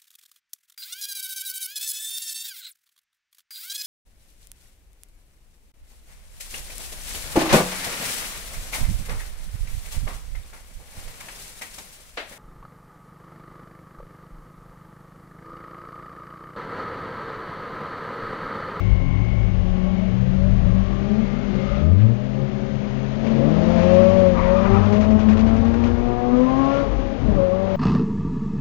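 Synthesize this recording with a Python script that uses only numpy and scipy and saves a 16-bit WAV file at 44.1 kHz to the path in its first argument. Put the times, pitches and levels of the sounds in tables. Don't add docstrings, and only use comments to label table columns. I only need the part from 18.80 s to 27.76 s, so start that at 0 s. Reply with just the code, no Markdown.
import sys
import numpy as np
from scipy import signal
from scipy.fft import rfft, irfft, next_fast_len
from scipy.io import wavfile
from scipy.ndimage import uniform_filter1d

SR = 44100
rng = np.random.default_rng(int(sys.argv[2]) if len(sys.argv) > 2 else 0)


def log_audio(samples):
    frames = np.atleast_2d(samples).T
    limited = np.clip(frames, -1, 1)
    pcm = np.round(limited * 32767).astype(np.int16)
    wavfile.write(sys.argv[1], SR, pcm)


N = 395136
TIME = np.arange(N) / SR

# (order, level [dB], roughness [0-1], slow swelling [dB], lowest load [dB])
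LOW_ORDERS = [(1, -29.5, 0.14, 0.5, -19), (2, -40.5, 0.2, 1.53, -8.5), (3, -46.5, 0.07, 1, -11.5),
              (4, -49.5, .35, 2, -25)]
# (order, level [dB])
ROTOR_ORDERS = [(.5, -2.5), (1.5, -10), (2.5, -7.5), (3.5, -10), (4.5, -17)]
# (order, firing rate [Hz], width [Hz], boost [dB])
PIPE_RESONANCES = [(.5, 186, 26, 4.5), (.5, 270, 16, 5.5), (1.5, 238, 14, 8), (1.5, 245, 6, 5),
                   (2.5, 236, 14, -9), (2.5, 290, 10, -7), (2.5, 275, 9, 6.5), (1, 114.3, 31, 12),
                   (1, 160, 12, 1.5), (1, 199, 11, 2.5), (1, 218.2, 22.2, 9), (1, 242.5, 3.5, -11),
                   (1, 249, 13, 11), (1, 269, 9.8, 5), (2, 53.6, 11.2, 12.5), (2, 112, 35, 12),
                   (2, 136, 8.3, -7), (2, 145, 11, 11.5), (2, 160, 11, -5), (2, 181, 16, -5),
                   (2, 197.3, 14, 11.5), (2, 201, 3.5, -9), (2, 208, 9.5, 4.5), (2, 216.5, 3.6, -7.5),
                   (2, 260, 4.6, -7.5), (2, 240, 8.8, 3.5), (2, 253, 9.1, 12), (2, 277, 8.3, 9),
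                   (3, 96, 14, 8.5), (3, 177, 6, 2.5), (3, 183.5, 5, 3), (3, 185.5, 22.7, 18),
                   (3, 197.5, 5.5, -10.5), (3, 211, 8, 9), (3, 217.5, 2.8, -8.5), (3, 224, 4.3, 6),
                   (3, 235.7, 11, -13), (3, 241.3, 2, 5.5), (3, 243.5, 7.6, 14.5), (3, 270, 5.2, -2.5),
                   (3, 273, 18, 12), (3, 280, 3.7, -17), (4, 125, 51, 5), (4, 142.8, 16, 10),
                   (4, 181, 8.2, 3), (4, 198, 5.5, 8), (4, 207, 7, 7.5), (4, 234, 7, 7.5),
                   (4, 230, 30, -9.5), (4, 262, 24, 14.5), (4, 277, 8, 3.5), (5, 115, 11, 9),
                   (5, 230, 24, -5.5), (5, 248, 7, 6), (5, 266, 10, -7), (5, 278, 9, 9.5), (6, 187, 10, 5)]
# (start [s], end [s], speed wobble [share])
RAGGED_SPELLS = [(-.1, 2.47, .004), (4.42, 4.95, .014), (5.951, 7.2, .003), (8.05, 8.62, .012)]
# (peak time [s], peak firing rate [Hz], load [dB])
THROTTLE_TAPS = [(.08, 51.2, 2.5), (.5, 57.5, 0.5), (1.2, 50, -6), (1.8, 57, 1)]
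# (time [s], firing rate [Hz])
ENGINE_REVS = [(2.92, 40.2), (2.98, 71), (3.08, 81), (3.22, 106), (3.32, 117), (3.47, 127.5), (3.71, 137.3),
               (3.94, 137.0), (4.08, 128.7), (4.6, 136.2), (4.7, 150.5), (4.86, 173), (5.02, 175.3),
               (5.2, 185), (5.34, 189.2), (5.44, 186), (5.59, 175), (5.72, 185), (5.9, 195.5), (6.0, 199),
               (6.2, 211), (6.5, 216.5), (6.8, 225), (6.92, 232.5), (7.2, 239.5), (7.5, 244.5),
               (7.6, 251.4), (7.8, 269.6), (8.0, 279.5), (8.14, 269), (8.35, 273), (8.46, 218.3),
               (8.6, 184), (8.69, 182), (8.81, 191.3), (8.96, 191)]
# (start [s], end [s], first load [dB], last load [dB])
THROTTLE_PRESSES = [(3.036, 3.318, 4, -1.5), (3.4, 4.55, -13, -10.5), (3.593, 3.632, -2.5, -1),
                    (4.595, 5.21, 0.5, 5), (5.214, 5.542, 3.5, 1.5), (5.575, 5.86, -1.5, -1.5),
                    (5.9, 7.999, 1, -0.5), (8.515, 8.96, -2.5, -4)]

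# (start [s], end [s], first pitch [Hz], last pitch [Hz], level [dB])
SQUEALS = [(5.54, 5.62, 951, 974, -35), (5.55, 5.645, 1152, 1088, -37), (5.555, 5.63, 1196, 1210, -40),
           (5.63, 5.78, 943, 905, -37), (5.735, 5.81, 1195, 1185, -35), (5.82, 5.9, 966, 1006, -33.5),
           (5.83, 5.9, 1198, 1240, -36), (5.84, 5.885, 1375, 1380, -39), (5.915, 6.0, 1222, 1198, -36.5),
           (5.92, 5.99, 1010, 977.6, -35), (5.935, 5.995, 1310, 1350, -37), (6.0, 6.06, 1240, 1274, -42)]
# (start [s], end [s], pitch [Hz], width [Hz], level [dB])
SCRUB_AND_CLATTER = [(4.42, 4.9, 465, 274, -35), (4.98, 5.28, 2520, 496, -51), (4.7, 5.35, 4744, 1500, -61),
                     (5.54, 6.1, 1075, 420, -37), (5.56, 5.72, 2050, 510, -43),
                     (5.8, 6.02, 1902, 600, -46.5), (6.1, 7.15, 1051, 300.2, -50.5)]
# (time [s], length [s], level [dB])
GRIT_SPRAYS = [(4.465, .02, -41.5), (5.03, .015, -39), (5.935, .025, -45), (6.03, .07, -43),
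               (6.125, .055, -37.5), (6.208, .048, -37.5), (6.305, .025, -42.5), (6.39, .045, -40),
               (6.487, .052, -37.5), (6.572, .012, -38.5), (6.592, .03, -39), (6.666, .035, -41),
               (6.765, .025, -43), (6.85, .04, -44.5), (6.941, .008, -39), (7.039, .01, -38),
               (7.056, .04, -42.5)]
# (frequency [Hz], level [dB])
GRIT_SPECTRUM = [(400, -9.5), (1100, 6.5), (1600, 3), (2500, 3.5), (4200, -7.5), (6500, -12), (7600, -28.5),
                 (9500, -43)]
# (start [s], end [s], level [dB])
TRIM_BUZZES = [(3.162, 3.247, -47), (4.95, 5.5, -47.5), (7.55, 8.04, -53), (7.864, 8.03, -49.5)]
# (frequency [Hz], level [dB])
BUZZ_SPECTRUM = [(900, -4.5), (1500, 1.5), (3000, -3), (4500, -17), (6000, -27), (7200, -48)]
# (start [s], end [s], pitch [Hz], width [Hz], level [dB])
SHUDDERS = [(4.4, 4.9, 230, 140, -33), (4.7, 5.7, 80, 8.3, -42), (5.88, 6.2, 100.6, 13.6, -23.5),
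            (6.15, 7.2, 84.7, 16.5, -27.5), (6.1, 7.15, 231, 59, -34), (8.38, 8.66, 182, 180, -26),
            (8.05, 8.42, 255, 104, -35.5)]

# (time [s], half-length [s], level [dB])
SHELL_JOLTS = [(0.115, 0.019, -17.5), (.28, .08, -23.5), (0.765, 0.24, -24.5), (1.749, 0.22, -23.5),
               (2.93, 0.042, -28.5), (5.0, .5, -37), (5.65, .09, -25.5), (5.923, .07, -25.5),
               (6.298, 0.11, -33.5), (6.734, 0.14, -25.5), (7.199, 0.14, -28.5), (7.62, 0.16, -35.5),
               (8.165, 0.085, -25), (8.511, 0.071, -21.5)]
# (frequency [Hz], level [dB])
RUMBLE_SPECTRUM = [(15, -20), (25, -7.5), (33, -3), (44, -2.5), (55, -0.5), (70, -21.5), (100, -13)]
# (time [s], level [dB])
BACKGROUND_LEVEL = [(0.0, -51.5), (0.25, -53.5), (2.99, -48.5), (3.12, -54), (3.24, -53), (4.42, -49),
                    (4.47, -46), (4.67, -47.5), (5.01, -42), (5.54, -46), (5.59, -45.5), (5.97, -45),
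                    (6.1, -46.5), (6.35, -48.5), (7.09, -48.5), (7.36, -51.5), (7.99, -45), (8.06, -49.5),
                    (8.78, -52), (8.96, -48)]
# (frequency [Hz], level [dB])
ROAR_SPECTRUM = [(60, 3.5), (100, 14), (150, 10), (220, 20), (300, 9), (420, 6.5), (580, 8.5), (800, 2),
                 (1150, -3.5), (1500, -4), (2200, -5), (3200, -11), (4500, -23.5), (7000, -49)]
# (frequency [Hz], level [dB])
HISS_SPECTRUM = [(1500, -14), (2800, 5.5), (4000, 1), (4700, -1), (5800, -5.5), (6400, -4), (7000, -12),
                 (7600, -27), (8900, -35), (10000, -33.5)]
# (time [s], level [dB])
ROAD_LEVEL = [(0, -69.5), (4.25, -53.5), (4.6, -38.5), (6.6, -35.5), (7.6, -39.5), (8.1, -33.5),
              (8.35, -43.5), (8.5, -37), (8.96, -35)]
# (frequency [Hz], level [dB])
ROAD_SPECTRUM = [(200, 5.5), (300, -6), (430, 4.5), (650, -5), (1100, -8), (1600, -19)]
# (pitch [Hz], width [Hz], boost [dB])
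CABIN_RESONANCES = [(91.2, 25, 7.5), (362.8, 35, 5.5), (565, 76, 7), (655, 51, 4.5), (790, 18, 8.5),
                    (1112, 97, 6), (1260, 130, 2.5), (1930, 820, 1.5), (2800, 670, -1)]
# (pitch [Hz], width [Hz], boost [dB])
CABIN_BOOMS = [(125, 18, 6.5), (184.6, 18.7, 6.5), (224, 16.5, 10.5)]

# (time [s], firing rate [Hz])
NEIGHBOUR_REVS = [(0, 179), (1, 184.5), (1.7, 191), (2.4, 198), (3, 202), (4.3, 207), (4.5, 224),
                  (4.68, 222), (4.79, 205), (4.92, 227), (5.08, 212), (5.18, 218), (5.35, 232), (5.6, 222)]
# (time [s], firing tone [dB], overtones [dB], peak order, rasp [dB])
NEIGHBOUR_LEVELS = [(0, -39, -47.5, 2.3, -60.5), (.35, -39.5, -49.5, 2.3, -58.5),
                    (.7, -40, -47.5, 2.3, -65), (1, -32.5, -43, 2.3, -56), (1.3, -32.5, -48.5, 2.2, -66),
                    (1.7, -31, -51, 2.2, -65.5), (2.1, -34, -40.5, 2.2, -57),
                    (2.45, -33, -42.5, 2.1, -51.5), (2.7, -32, -43, 2.1, -57), (2.95, -32.5, -45, 2.1, -52),
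                    (3.3, -34.5, -50, 2.1, -62.5), (4.2, -35, -56, 2.2, -68), (4.6, -37, -50, 3, -62),
                    (4.8, -27.5, -38, 3, -56), (4.92, -34, -37, 3, -55), (5.15, -33.5, -39.5, 3, -56),
                    (5.33, -32.5, -50, 3, -58), (5.6, -41, -56, 3, -67)]
# (order, level [dB])
NEIGHBOUR_RASP = [(4, -8), (5, -9), (6, -1), (7, -10), (11, -9)]
# (start [s], end [s], first firing rate [Hz], last firing rate [Hz],
# firing tone [dB], overtones [dB], peak order)
RIVAL_REVS = [(0.16, 0.453, 132, 140, -34, -40.5, 2), (0.982, 1.298, 188, 219, -39, -47, 3),
              (1.238, 1.799, 108, 156, -31.5, -49, 4), (1.759, 2.068, 157, 205, -30.5, -46.5, 2.6),
              (2.201, 2.468, 200, 223, -27.5, -47, 3), (2.05, 2.695, 125, 143, -39, -48, 2.6),
              (2.05, 2.33, 173, 143, -43, -42, 2), (2.201, 2.542, 130, 157, -48, -45.5, 3),
              (2.48, 2.86, 226, 262, -37, -56, 2), (2.64, 2.94, 179, 195, -41, -43.5, 2),
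              (2.7, 3.17, 124, 163, -35.5, -44, 4), (3.301, 3.578, 120, 135, -52, -49, 4),
              (3.34, 3.58, 197, 218, -42, -46.5, 3), (3.5, 4.402, 124, 134, -41.5, -45.5, 3),
              (4.37, 4.602, 214, 228, -37.5, -50, 3), (4.5, 4.72, 250, 230, -36, -50, 2)]
# (start [s], end [s], pitch [Hz], width [Hz], level [dB])
GRID_WHINES = [(-.1, .76, 2205, 60, -50), (-.1, .72, 2115, 90, -54), (.92, 1.38, 2200, 120, -55),
               (-.1, 1.4, 2900, 400, -59), (.15, .5, 1050, 70, -52), (-.1, 1.3, 810, 60, -54),
               (1.86, 2.3, 1100, 60, -51), (2.78, 3.1, 1255, 60, -48), (2.3, 2.8, 2110, 110, -56),
               (2.72, 3.02, 2110, 90, -51), (2.5, 3.04, 1400, 180, -54), (2.68, 3.06, 2500, 1800, -52),
               (1.9, 3.0, 6350, 350, -72), (3.7, 4.7, 6350, 400, -68)]


def own_engine(firing_hz, phase, load_db):
    def ringing(order):
        pipes = [row[1:] for row in PIPE_RESONANCES if row[0] == order]
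        return resonance_gain(order * firing_hz) * resonance_gain(firing_hz, pipes)
    low = np.zeros(N)
    for order, db, rough, swell_db, lowest_load_db in LOW_ORDERS:
        level_db = db + np.maximum(load_db, lowest_load_db) + swell_db * drift(5.9)
        low += from_db(level_db) * ringing(order) * engine_tone(phase, order, rough)
    ragged = phase + .1 * drift(64)
    high = sum(from_db(-51 - 19 * np.log2(order / 5))
               * ringing(order) * engine_tone(ragged, order, rough=.65) for order in range(5, 11))
    between = sum(from_db(db) * ringing(order) * engine_tone(phase, order, rough=.29)
                  for order, db in ROTOR_ORDERS)
    between_db = -41 + 3.5 * np.log2(firing_hz / 200)
    return low + from_db(load_db) * (high + from_db(between_db) * between)


def driver():
    idle_hz, rise_hz_per_s, fall_hz_per_s = 36., 55, 35
    idle_db, coast_db = -8., -22.5
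    open_s, shut_s = .15, .12
    waiting_hz, waiting_db = np.full(N, idle_hz), np.full(N, idle_db)
    for peak_s, peak_hz, db in THROTTLE_TAPS:
        tap_hz = peak_hz - np.maximum(rise_hz_per_s * (peak_s - TIME), fall_hz_per_s * (TIME - peak_s))
        waiting_hz = np.maximum(waiting_hz, tap_hz)
        waiting_db = np.maximum(waiting_db, np.interp(tap_hz, [idle_hz, peak_hz], [idle_db, db]))
    presses = []
    for start, end, first_db, last_db in THROTTLE_PRESSES:
        corners = [start - open_s, start, end, end + shut_s]
        presses.append(np.interp(TIME, corners, [coast_db, first_db, last_db, coast_db]))
    idling = fade(-1, THROTTLE_PRESSES[0][0], edge_s=open_s)
    surge_db = 2 * fade(6, 7.2, edge_s=.1) * np.sin(2 * np.pi * 5.4 * (6 - TIME))
    load_db = idling * waiting_db + (1 - idling) * np.max(presses, axis=0) + surge_db
    firing_hz = np.where(TIME < ENGINE_REVS[0][0], waiting_hz, curves(ENGINE_REVS)[0])
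    return firing_hz, load_db


def tyre_squeal():
    out = np.zeros(N)
    wavers = [1 + .028 * drift(59.3) for _ in range(3)]
    grips = [unit_power(from_db(2.5 * drift(70))) for _ in range(3)]
    for k, (start, end, first_hz, last_hz, db) in enumerate(SQUEALS):
        hz = np.interp(TIME, [start, end], [first_hz, last_hz]) * wavers[k % 3]
        angle = 2 * np.pi * np.cumsum(hz) / SR
        tone = unit_power(np.sin(angle) + from_db(-12) * np.sin(2 * angle))
        out += from_db(db) * fade(start, end, edge_s=.022) * grips[k % 3] * tone
    return out


def grit():
    sprays = np.zeros(N)
    for start, length, db in GRIT_SPRAYS:
        corners = [start - .002, start, start + .005, start + length, start + length + .008]
        sprays += from_db(db) * np.interp(TIME, corners, [0, 1, .9, .55, 0])
    crackle = unit_power(cabin_noise(GRIT_SPECTRUM) * from_db(1.2 * drift(250)))
    return sprays * crackle


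def trim_buzz(phase):
    shaking = sum(from_db(db) * fade(start, end, edge_s=.027) for start, end, db in TRIM_BUZZES)
    chatter = np.exp(.7 * np.cos(phase))
    return shaking * unit_power(chatter * cabin_noise(BUZZ_SPECTRUM))


def shell_rumble():
    jolt_power = sum(from_db(db) ** 2 * np.exp(-((TIME - peak_s) / half_length) ** 2)
                     for peak_s, half_length, db in SHELL_JOLTS)
    shaking = np.sqrt(from_db(-39.5) ** 2 + jolt_power)
    return shaking * even_out(cabin_noise(RUMBLE_SPECTRUM), window_s=.067)


def roar_and_hiss(phase):
    swell_db = curves(BACKGROUND_LEVEL)[0] + 50
    roar = from_db(-35.5 + .99 * swell_db) * cabin_noise(ROAR_SPECTRUM)
    hiss = from_db(-55.5 + swell_db) * cabin_noise(HISS_SPECTRUM)
    puffs = unit_power(1 + .032 * np.cos(phase) + .016 * np.cos(phase / 2))
    return (roar + hiss) * puffs


def road_noise():
    return from_db(curves(ROAD_LEVEL)[0]) * cabin_noise(ROAD_SPECTRUM)


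def neighbour():
    firing_hz, = curves(NEIGHBOUR_REVS)
    tone_db, overtone_db, peak_order, rasp_db = curves(NEIGHBOUR_LEVELS)
    wobble = .002 + .008 * fade(4.35, 6.1, edge_s=.1)
    phase = firing_phase(firing_hz, wobble)
    ragged = phase + .17 * drift(25)
    rasp = sum(from_db(db) * resonance_gain(order * firing_hz) * engine_tone(ragged, order, rough=.6)
               for order, db in NEIGHBOUR_RASP)
    engine = rival_engine(firing_hz, phase, tone_db, overtone_db, peak_order)
    return (engine + from_db(rasp_db) * rasp) * fade(-.1, 6.7, edge_s=.083)


def rivals():
    out = np.zeros(N)
    for start, end, first_hz, last_hz, tone_db, overtone_db, peak_order in RIVAL_REVS:
        firing_hz = np.interp(TIME, [start, end], [first_hz, last_hz])
        phase = firing_phase(firing_hz, wobble=.0055)
        engine = rival_engine(firing_hz, phase, tone_db, overtone_db, peak_order)
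        out += engine * fade(start, end, edge_s=.088)
    return out


def rival_engine(firing_hz, phase, tone_db, overtone_db, peak_order):
    overtones = np.zeros(N)
    for order in (2, 3, 4):
        gain = from_db(-26 * abs(np.log2(order / peak_order)))
        overtones += gain * resonance_gain(order * firing_hz) * engine_tone(phase, order, rough=.42)
    tone = resonance_gain(firing_hz, CABIN_BOOMS) * engine_tone(phase, 1, rough=.18)
    return from_db(tone_db) * tone + from_db(overtone_db) * overtones


def ringing_bands(rows, edge_s):
    out = np.zeros(N)
    for start, end, hz, width, db in rows:
        band = signal.butter(2, [max(hz - width / 2, 15), hz + width / 2], "band", fs=SR, output="sos")
        ringing = even_out(signal.sosfilt(band, rng.standard_normal(N)), window_s=.012)
        out += from_db(db) * fade(start, end, edge_s) * ringing
    return signal.sosfilt(signal.butter(6, 6000, fs=SR, output="sos"), out)


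def firing_phase(firing_hz, wobble):
    return 2 * np.pi * np.cumsum(firing_hz * (1 + wobble * drift(25.4))) / SR


def engine_tone(phase, order, rough):
    angle = order * phase + rng.uniform(0, 2 * np.pi)
    return unit_power((1 + rough * drift(18)) * np.cos(angle) + rough * drift(18) * np.sin(angle))


def cabin_noise(spectrum):
    hz, db = np.transpose(spectrum)
    size = next_fast_len(N)
    bin_hz = np.maximum(np.arange(size // 2 + 1) * SR / size, 1)
    colour = from_db(np.interp(np.log(bin_hz), np.log(hz), db))
    steep_ends = np.minimum(1, np.minimum(bin_hz / hz[0], hz[-1] / bin_hz)) ** 3
    cabin = from_db(boost_db(CABIN_RESONANCES, bin_hz) / 2)
    white = rfft(rng.standard_normal(size))
    return unit_power(irfft(white * colour * steep_ends * cabin, size)[:N])


def resonance_gain(hz, resonances=CABIN_RESONANCES):
    return np.interp(TIME, TIME[::100], from_db(boost_db(resonances, hz[::100])))


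def boost_db(resonances, hz):
    peaks = (db / (1 + (2 * (hz - centre) / width) ** 2) for centre, width, db in resonances)
    return sum(peaks, np.zeros_like(hz))


def even_out(x, window_s):
    power = uniform_filter1d(x * x, max(int(window_s * SR), 8))
    return unit_power(x / np.sqrt(np.maximum(power, 0) + np.mean(x * x) / 10))


def drift(rate_hz):
    step, warm_up = 40, 2000
    pole = np.exp(-2 * np.pi * rate_hz * step / SR)
    white = rng.standard_normal(N // step + warm_up + 2)
    slow = signal.lfilter([1], [1, -2 * pole, pole * pole], white)[warm_up:]
    return np.interp(np.arange(N) / step, np.arange(len(slow)), unit_power(slow))


def fade(start, end, edge_s):
    return np.clip(np.minimum(TIME - start, end - TIME) / edge_s, 0, 1)


def curves(rows):
    times, *columns = np.transpose(rows)
    return [np.interp(TIME, times, column) for column in columns]


def unit_power(x):
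    return x / np.sqrt(np.mean(x ** 2) + 1e-20)


def from_db(db):
    return 10 ** (np.asarray(db) / 20)


def scene():
    firing_hz, load_db = driver()
    wobble = .0016 + sum(share * fade(start, end, edge_s=.16) for start, end, share in RAGGED_SPELLS)
    phase = firing_phase(firing_hz, wobble)
    engine = own_engine(firing_hz, phase, load_db)
    din = shell_rumble() + roar_and_hiss(phase) + road_noise()
    rattles = trim_buzz(phase) + grit()
    launch = tyre_squeal() + ringing_bands(SCRUB_AND_CLATTER, edge_s=.013)
    shudder = ringing_bands(SHUDDERS, edge_s=.057)
    grid = neighbour() + rivals() + ringing_bands(GRID_WHINES, edge_s=.08)
    return (engine + din + rattles + launch + shudder + grid) * from_db([[0], [-76]])


def record(dry):
    loud = dry * from_db(7)
    rounded = loud / (1 + (loud / .97) ** 8) ** (1 / 8)
    eased = rounded * fade(0, N / SR, edge_s=.004)
    return signal.sosfilt(signal.cheby1(10, .2, 9500, fs=SR, output="sos"), eased)


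dry = scene()
out = record(dry)
log_audio(out)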